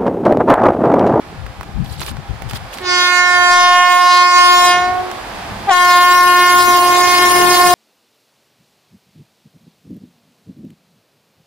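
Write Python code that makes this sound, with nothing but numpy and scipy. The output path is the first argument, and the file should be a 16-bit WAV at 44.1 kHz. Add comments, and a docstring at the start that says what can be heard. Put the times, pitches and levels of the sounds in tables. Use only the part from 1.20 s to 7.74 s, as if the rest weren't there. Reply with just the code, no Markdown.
"""An electric locomotive's air horn sounds two long blasts as the train nears a level crossing.
The horn's pulse train reaches two microphone ports through unsteady air and off ballast and trees,
so its partials fade in and out. Rumble, wheel roll and rush grow over a faint far whine.
Before the horn, wind buffets the left port and something ticks and rustles near the right one."""
import sys
import numpy as np
from scipy import signal
from scipy.io import wavfile
from scipy.ndimage import uniform_filter1d, minimum_filter1d, map_coordinates

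SR = 44100
rng = np.random.default_rng(int(sys.argv[2]) if len(sys.argv) > 2 else 0)


def bounce(signal):
    """Save signal as a 16-bit WAV file at the path given by the first command-line argument."""
    frames = np.transpose(np.atleast_2d(signal))
    limited = np.clip(frames, -1, 1)
    pcm = np.round(limited * 32767).astype(np.int16)
    wavfile.write(sys.argv[1], SR, pcm)


N = 288414

# horn, one table per blast: t/s, level/dB, dulling at partial 4/dB,
# then boost/dB for partial 2, partial 3, partials 4-6, treble (per half octave above 8 kHz)
HORN_BLASTS = [
    [(1.6, -10, 14, -15, -19, 0, -8), (1.66, -3, 0.5, -21, -12, -6.5, -6), (1.7, -1, -3, -10, -11, -4, -2),
     (1.85, -3, -5, -9.5, -6, -0.5, -2), (2.15, -2.5, -3.5, 2.5, -3, 5.5, 6),
     (2.5, -2, -4.5, 8.5, 2.5, 0.5, 6), (2.75, 0.5, -3.5, 5.5, 4, 3.5, 16),
     (3.0, 7.5, -4.5, 1, 3.5, -1, 0.5), (3.3, 7, -1, -4.5, -1, -0.5, 10.5),
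     (3.46, -0.5, -4, 2, -2, -7.5, 10), (3.57, -4, -1, 4, -5, -1, -2), (3.72, -8, 8, 5, -1.5, 2.5, 2),
     (3.8, -3, 18, -0.5, -3, 4, -9), (3.89, -11, 24, -8.5, -3, 0, 0), (4.02, -16, 20, -8, -7, -2, 0)],
    [(4.468, -13, 23, 13, -4, 0, 0), (4.48, -9, 17, 5.5, -1, 3, 0), (4.499, -1, 2.5, 11, -6, 7, -10),
     (4.51, 9, 3.5, 7, -6, -1, -2), (4.524, 7, 0, 0, -2, 1, 2), (4.58, 4, -1, 0, 0.5, 1.5, 4),
     (4.7, 0, -1.5, 1, 0.5, 3, 6.5), (4.96, 1.5, 0.5, -6, 0.5, 1.5, 7), (5.3, 1, 0.5, -6.5, -1.5, 4.5, 6),
     (5.65, -2.5, 2, -3, 0.5, -1.5, 5.5), (5.95, -1, 0.5, -5.5, -2, 0.5, 0), (6.2, 1, 3, -8, -1, 0.5, 2),
     (6.54, 2.5, 1, 5, 5.5, -1, -1)],
]


def from_db(db):
    """Decibels to gain."""
    return 10 ** (np.asarray(db) / 20)


def unit_rms(x):
    """Scale to rms 1."""
    return x / np.sqrt(np.mean(np.abs(x) ** 2) + 1e-20)


def in_time(rows):
    """Table columns at every sample."""
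    times_s, *columns = np.transpose(rows)
    return [np.interp(np.arange(N) / SR, times_s, c) for c in columns]


def at_hz(rows, hz):
    """Table columns at one frequency."""
    freqs_hz, *columns = np.transpose(rows)
    return [np.interp(np.log(hz), np.log(freqs_hz), c) for c in columns]


def pan(db):
    """Left and right gains for an L-R balance."""
    return from_db([[db / 2], [-db / 2]])


def wander(turns):
    """Smooth complex noise, spread about 1, one new value per turn."""
    knots = rng.standard_normal((2, 1200))
    real, imag = [map_coordinates(k, [turns], order=3, mode="wrap") for k in knots]
    return (real + 1j * imag) / np.sqrt(2)


def upsample(values, start=0, size=N):
    """From every 64th sample to every sample."""
    return np.interp(np.arange(start, size) / 64, np.arange(len(values)), values)


def band_noise(spectrum, flicker_db, flicker_hz=26.2, coherence=None, size=N):
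    """Stereo noise of rms 1 in flickering half-octave bands."""
    port_coherence = [(60, 1), (180, 0.67), (550, 0.7), (1650, 0.32), (4970, 0.29), (15000, 0.077)]  # f/Hz, L-R correlation
    balance = [(60, .5), (250, 0), (900, -2.5), (3000, -2.5), (15000, -5)]  # f/Hz, L-R/dB
    edges_hz = 20 * 2 ** np.arange(0, 10.1, .5)
    t = np.arange(N // 64 + 2) * 64 / SR
    white = rng.standard_normal((2, 2, size))
    shared_drift = wander(flicker_hz / 3 * t).real
    out = 0
    for k, band_hz in enumerate(zip(edges_hz, edges_hz[1:])):
        hz = np.sqrt(np.prod(band_hz))
        if not spectrum[0][0] <= hz <= spectrum[-1][0]:
            continue
        mid, side = signal.sosfilt(signal.butter(2, band_hz, "band", fs=SR, output="sos"), white[k % 2])
        alike = at_hz(port_coherence, hz)[0] if coherence is None else coherence
        pair = np.sqrt(1 + alike) * mid + np.sqrt(1 - alike) * side * [[1], [-1]]
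        drift_db = upsample(flicker_db * (shared_drift + wander(flicker_hz * t).real), size=size)
        out = out + from_db(at_hz(spectrum, hz)[0] + drift_db) * pair * pan(at_hz(balance, hz)[0])
    return unit_rms(out)


def swell(events, size):
    """Summed rise-hold-fall gains; 24.3 dB per rise or fall time."""
    t = np.arange(size) / SR
    gain = 0
    for start_s, hold_s, db, rise_s, fall_s in events:
        skirts = np.maximum(start_s - t, 0) / rise_s + np.maximum(t - start_s - hold_s, 0) / fall_s
        gain = gain + from_db(db - 24.3 * skirts)
    return gain


def distance_m(speed_m_s=30, arrival_s=7.85):
    """Range of the locomotive at every sample."""
    return speed_m_s * (arrival_s - np.arange(N) / SR)


def train():
    """Low rumble swelling with nearness, rolling wheels and a broad rush."""
    levels = [(0.0, -40, -37), (0.8, -46, -39), (1.5, -46.5, -33.5), (2.2, -55, -30), (3.1, -37, -20.5),
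              (3.6, -39.5, -28.5), (4.3, -35, -28), (4.8, -33.5, -29), (5.4, -34.5, -27), (5.9, -35.5, -23),
              (6.54, -25.5, -20)]  # t/s, wheel roll/dB, rush/dB
    # spectra: f/Hz, relative density/dB
    rumble_spectrum = [(12, -39), (20, 0.5), (49, 5), (81, 0), (100, 4), (130, -30.5), (220, -120)]
    roll_spectrum = [(53, -23.5), (90, -11), (232, -9), (285, -11.5), (330, -0.5), (430, -22.5),
                     (730, -120)]
    rush_spectrum = [(120, -45), (200, -4), (288, -3), (517, -7), (599, 12.5), (802, 3.5), (1700, -1.5),
                     (2270, -5), (4640, -11.5), (5880, -18.5), (10200, -21.5), (15800, -32)]
    roll_db, rush_db = in_time(levels)
    nearness = (100 / distance_m()) ** .78
    rumble = from_db(-37) * nearness * band_noise(rumble_spectrum, flicker_db=2)
    roll = from_db(roll_db) * band_noise(roll_spectrum, flicker_db=4.5)
    rush = from_db(rush_db) * band_noise(rush_spectrum, flicker_db=.4)
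    return rumble + roll + rush


def whine():
    """Faint wavering tones far off: noise through narrow resonances."""
    resonances = [(800.5, 28, -49.5), (522.6, 5.9, -52.5)]  # f/Hz, width/Hz, level/dB
    out = 0
    for hz, width_hz, db in resonances:
        b, a = signal.iirpeak(hz, hz / width_hz, fs=SR)
        tone = signal.lfilter(b, a, signal.lfilter(b, a, rng.standard_normal(N)))
        out = out + from_db(db) * unit_rms(tone)
    return out * pan(-3)


def wind(fall_s=.089, left_db=5, right_db=-22):
    """Gusts buffet the ports, mainly the left: lumpy low noise."""
    spectrum = [(12, -41), (20, -13), (53, 3.5), (130, 1.5), (248, -17), (348, -39), (500, -39), (650, -66),
                (1100, -120)]  # f/Hz, relative density/dB
    gusts = [(0.022, -55, .03), (0.27, -25, 0.16), (0.394, -28.5, 0.031), (0.561, -15.5, 0.031),
             (0.624, -13, 0.12), (0.71, -30, 0.083), (0.804, -25, 0.063), (0.922, -23.5, 0.055),
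             (0.99, -31, 0.079), (1.105, -19, 0.047), (1.268, -25, 0.13), (1.342, -31, .06),
             (1.42, -31, 0.0246)]  # peak t/s, level/dB, rise/s
    size = round(1.7 * SR)
    noise = band_noise(spectrum, flicker_db=4, coherence=.14, size=size)
    envelope = swell([(s, 0, db, rise_s, fall_s) for s, db, rise_s in gusts], size)
    return np.pad(envelope * noise * from_db([[left_db], [right_db]]), ((0, 0), (0, N - size)))


def ticks(t60_s=.016, edge_hz=3600, size=3000):
    """Close ticks: fast-dying noise bursts, each a wide resonance plus a thin bright edge."""
    hits = [(0.2642, -25, 1130, -8, -12), (0.4105, -22, 1020, -5, -12), (0.431, -22.5, 1080, -2.5, -12),
            (0.7965, -24, 3160, -4.0, -12), (0.816, -15, 1160, -6.5, -17.5), (0.8384, -36, 1120, -2.5, -12),
            (0.8543, -33, 1420, -4.5, -8), (0.864, -22, 3320, -11, -12), (0.8947, -28, 4550, -4.5, -12),
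            (0.9138, -32, 1080, -14, -3), (0.9686, -26, 1060, 1, -16), (1.2208, -21.5, 970, -13, -12),
            (1.297, -29, 3450, -16, -10), (1.3104, -16.5, 993, -4.0, -7), (1.3336, -19, 1130, -6, -12),
            (1.3578, -39, 4410, -2.5, -12), (1.3704, -25, 2030, -0.5, -13.5),
            (1.5738, -26.5, 2660, -3, -12), (1.585, -20, 1880, -2.5, -16), (3.914, -24.5, 1070, -21, -10.5)]  # t/s, level/dB, body f/Hz, L-R/dB, edge/dB
    out, t = np.zeros((2, N)), np.arange(size) / SR
    highpass = signal.butter(2, edge_hz, "high", fs=SR, output="sos")
    for start_s, db, body_hz, pan_db, edge_db in hits:
        burst = rng.standard_normal((2, size))
        burst = burst + .5 * burst[:, ::-1][::-1, ::-1]  # each port gets some of the other's noise
        body = unit_rms(signal.lfilter(*signal.iirpeak(body_hz, Q=1.2, fs=SR), burst))
        edge = from_db(edge_db) * unit_rms(signal.sosfilt(highpass, burst))
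        i = round(start_s * SR)
        out[:, i:i + size] += from_db(db - 60 * t / t60_s) * (body + edge) * pan(pan_db)
    return out


def rustle(rise_s=.0047, fall_s=.059):
    """Close rustling: bright noise in quick uneven patches."""
    spectrum = [(240, -37), (400, -10.5), (1140, -13), (2040, -16), (3440, -11), (3830, -9), (4470, -12.5),
                (5380, -24.5), (10700, -16.5), (15800, -33)]  # f/Hz, relative density/dB
    patches = [(0.407, 0.013, -43), (0.645, 0.13, -40), (0.804, 0.013, -23.5), (0.848, 0.039, -28.5),
               (1.29, 0.063, -30), (1.513, 0.101, -41)]  # t/s, hold/s, level/dB
    size = round(1.7 * SR)
    noise = band_noise(spectrum, flicker_db=6, flicker_hz=151.3, coherence=.13, size=size)
    envelope = swell([(*patch, rise_s, fall_s) for patch in patches], size)
    return np.pad(envelope * noise, ((0, 0), (0, N - size)))


def horn_pitch_hz(creep_hz_s=30, max_creep_hz=9):
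    """Each blast speaks sharp and settles; the first creeps up as its air runs out."""
    held_pitch = [(1.6, 357.4), (2.15, 357.2), (2.28, 356.5), (2.55, 357.6), (2.78, 358), (3.15, 357.5),
                  (3.35, 357.1), (3.55, 357.5), (4.53, 359), (4.75, 356.1), (4.9, 357.5), (5.45, 357),
                  (5.6, 356.2), (5.8, 357.1), (5.95, 357.4), (6.25, 356.9)]  # t/s, f/Hz
    bends = [(1.6, 11, .06, 1, 3.55), (4.46, 42, .052, 6, 7)]  # onset/s, sharp by/Hz, settling/s, settling exponent, valve closes/s
    t = np.arange(N) / SR
    pitch_hz, = in_time(held_pitch)
    for (onset_s, sharp_hz, settle_s, power, close_s), until_s in zip(bends, (bends[1][0], np.inf)):
        onset_hz = sharp_hz * np.exp(-np.abs((t - onset_s) / settle_s) ** power)
        creep_hz = np.clip((t - close_s) * creep_hz_s, 0, max_creep_hz)
        pitch_hz += (onset_hz + creep_hz) * (t >= onset_s) * (t < until_s)
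    return pitch_hz


def horn_gate(attack_s=.012, catch_s=4.5012, catch_width_s=.003, catch_depth=.85):
    """The air opens twice; the diaphragm catches once as the second blast starts."""
    t = np.arange(N) / SR
    first, second = HORN_BLASTS
    first_on = np.clip((t - first[0][0]) / attack_s, 0, 1) * (t < first[-1][0])
    second_on = np.clip((t - second[0][0]) / attack_s, 0, 1)
    catch = catch_depth * np.exp(-((t - catch_s) / catch_width_s) ** 2)
    return (first_on + second_on) * (1 - catch)


def horn_bell(orders, hz, resonance_hz=1020):
    """Complex gain per partial: the bell shapes the levels and turns the phase above its resonance."""
    response = [(790, -31), (1350, -17.5), (1860, -8.5), (2190, -16.5), (2610, -10.5), (3620, -14.5),
                (5090, -12), (5820, -17), (6930, -15), (7520, -19.5), (8690, -27.5), (10100, -19.5),
                (11800, -25.5), (13000, -22), (15800, -18)]  # shape within a group of partials: f/Hz, level/dB
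    group_tops = [1, 2, 3, 4, 5, 6, 22]  # highest partial of each group; the rest form a last group
    group_db = [-20.5, -15, -9.5, -18.5, -18, -20.5, -17.5, -16]  # each group at full pressure: level/dB
    group = np.searchsorted(group_tops, orders)
    shape = from_db(at_hz(response, hz)[0])
    group_norm = np.sqrt([np.sum(shape[group == g] ** 2) for g in group])
    phase_rad = -3.8 * np.arctan((hz / resonance_hz) ** 2)
    return shape / group_norm * from_db(group_db)[group] * np.exp(1j * phase_rad)


def ground_gain(hz, range_m, horn_height_m=4.09, port_height_m=1.616, rough_hz=1440):
    """Direct sound beats with its reflection; ballast mirrors low partials best."""
    delay_s = 2 * horn_height_m * port_height_m / range_m / 343
    return np.abs(1 - .83 * np.exp(-hz / rough_hz - 2j * np.pi * hz * delay_s))


def horn(nominal_hz=357.2, flutter_hz=26, rasp_hz=120, neighbour_corr=.65):
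    """A pulse train as a stack of partials, each arriving direct, off the ground and scattered."""
    scatter = [(350, -14, -8, -16), (720, -14, -3, -20), (1070, -19, -9, -23), (2200, -10, -6, -17),
               (2600, -1, -3, -14), (4000, 2, 1, -12), (8000, 3, -1, -7), (14000, 3, -2, -4)]  # f/Hz, scattered share/dB, part opposed between ports/dB, flutter/dB
    balance = [(350, 1), (720, -2.5), (1070, -.6), (2000, 1.5), (4000, -1.7), (9000, -4.4), (15000, -4)]  # f/Hz, L-R/dB
    start = round(HORN_BLASTS[0][0][0] * SR)
    controls = [c[::64] for c in in_time(np.vstack(HORN_BLASTS))]
    level_db, dull_db, second_db, third_db, brass_db, treble_db = controls
    t, range_m = np.arange(0, N, 64) / SR, distance_m()[::64]
    ragged = from_db(7 + .89 * 20 * np.log10(100 / range_m) + .27 * dull_db)  # more when weakly blown
    fade_turns = np.cumsum(6 * np.sqrt(100 / range_m)) * 64 / SR  # 6 fades/s at 1 kHz and 100 m
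    fundamental = np.exp(2j * np.pi * np.cumsum(horn_pitch_hz()[start:]) / SR)
    orders = np.arange(1, 45)
    partials_hz = orders * nominal_hz
    out, wave, fading = np.zeros((2, N)), 1, 0
    for k, hz, bell in zip(orders, partials_hz, horn_bell(orders, partials_hz)):
        wave = wave * fundamental
        turns = fade_turns * (hz / 1000) ** .4  # short waves fade faster
        flutters = [wander(flutter_hz * t) + from_db(-1) * wander(rasp_hz * t) for _ in range(2)]
        fresh = np.array([wander(turns), wander(turns), *flutters])
        fading = neighbour_corr * fading + np.sqrt(1 - neighbour_corr ** 2) * fresh
        shared_fade, opposed_fade, *port_flutter = fading
        scattered, opposed, flutter = from_db(at_hz(scatter, hz))
        common = (ground_gain(hz, range_m) + scattered * shared_fade) / np.sqrt(1 + scattered ** 2)
        db = level_db - dull_db * np.log2(max(k / 2, 1)) ** .65
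        db += second_db * (k == 2) + third_db * (k == 3) + brass_db * (k in (4, 5, 6))
        db += treble_db * np.clip(2 * np.log2(hz / 8000), 0, 2)
        db -= .1641 * range_m * (hz / 1e4) ** 2  # air loss, dB/m at 10 kHz
        gains = bell * from_db(db) * pan(at_hz(balance, hz)[0])
        for port, sign in enumerate((1, -1)):
            path = common + sign * opposed * opposed_fade + flutter * ragged * port_flutter[port]
            out[port, start:] -= (upsample(path * gains[port], start=start) * wave).real
    return np.sqrt(2) * horn_gate() * out


def scene():
    """All sources at the two ports."""
    return horn() + train() + whine() + wind() + ticks() + rustle()


def duck_bass(x, bass_hz=118, bright_hz=900, knee_db=-16.5, slope=1.3, max_db=9, window_s=.053):
    """The recorder turns the bass down under loud bright sound."""
    bass = signal.sosfiltfilt(signal.butter(2, bass_hz, fs=SR, output="sos"), x)
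    bright = signal.sosfilt(signal.butter(4, bright_hz, "high", fs=SR, output="sos"), x)
    power = uniform_filter1d(np.mean(bright ** 2, axis=0), size=round(window_s * SR))
    cut_db = np.clip(slope * (10 * np.log10(power + 1e-12) - knee_db), 0, max_db)
    return x - bass * (1 - from_db(-cut_db))


def record(dry, left_lag_samples=2, low_cut_hz=30, high_cut_hz=15850, limit=1.4, ceiling=.97):
    """Left port lag, low cut, bass ducking, look-ahead limiter, soft ceiling, high cut."""
    x = np.array([np.pad(dry[0], (left_lag_samples, 0))[:N], dry[1]])
    x = signal.sosfilt(signal.butter(2, low_cut_hz, "high", fs=SR, output="sos"), x)
    x = duck_bass(x)
    limiter_gain = np.minimum(1, limit / (np.abs(x).max(axis=0) + 1e-9))
    x = x * uniform_filter1d(minimum_filter1d(limiter_gain, size=400), size=200)
    x = x / (1 + np.abs(x / ceiling) ** 5) ** (1 / 5)
    return signal.sosfilt(signal.ellip(12, .3, 75, high_cut_hz, fs=SR, output="sos"), x)


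dry = scene()
out = record(dry)
bounce(out)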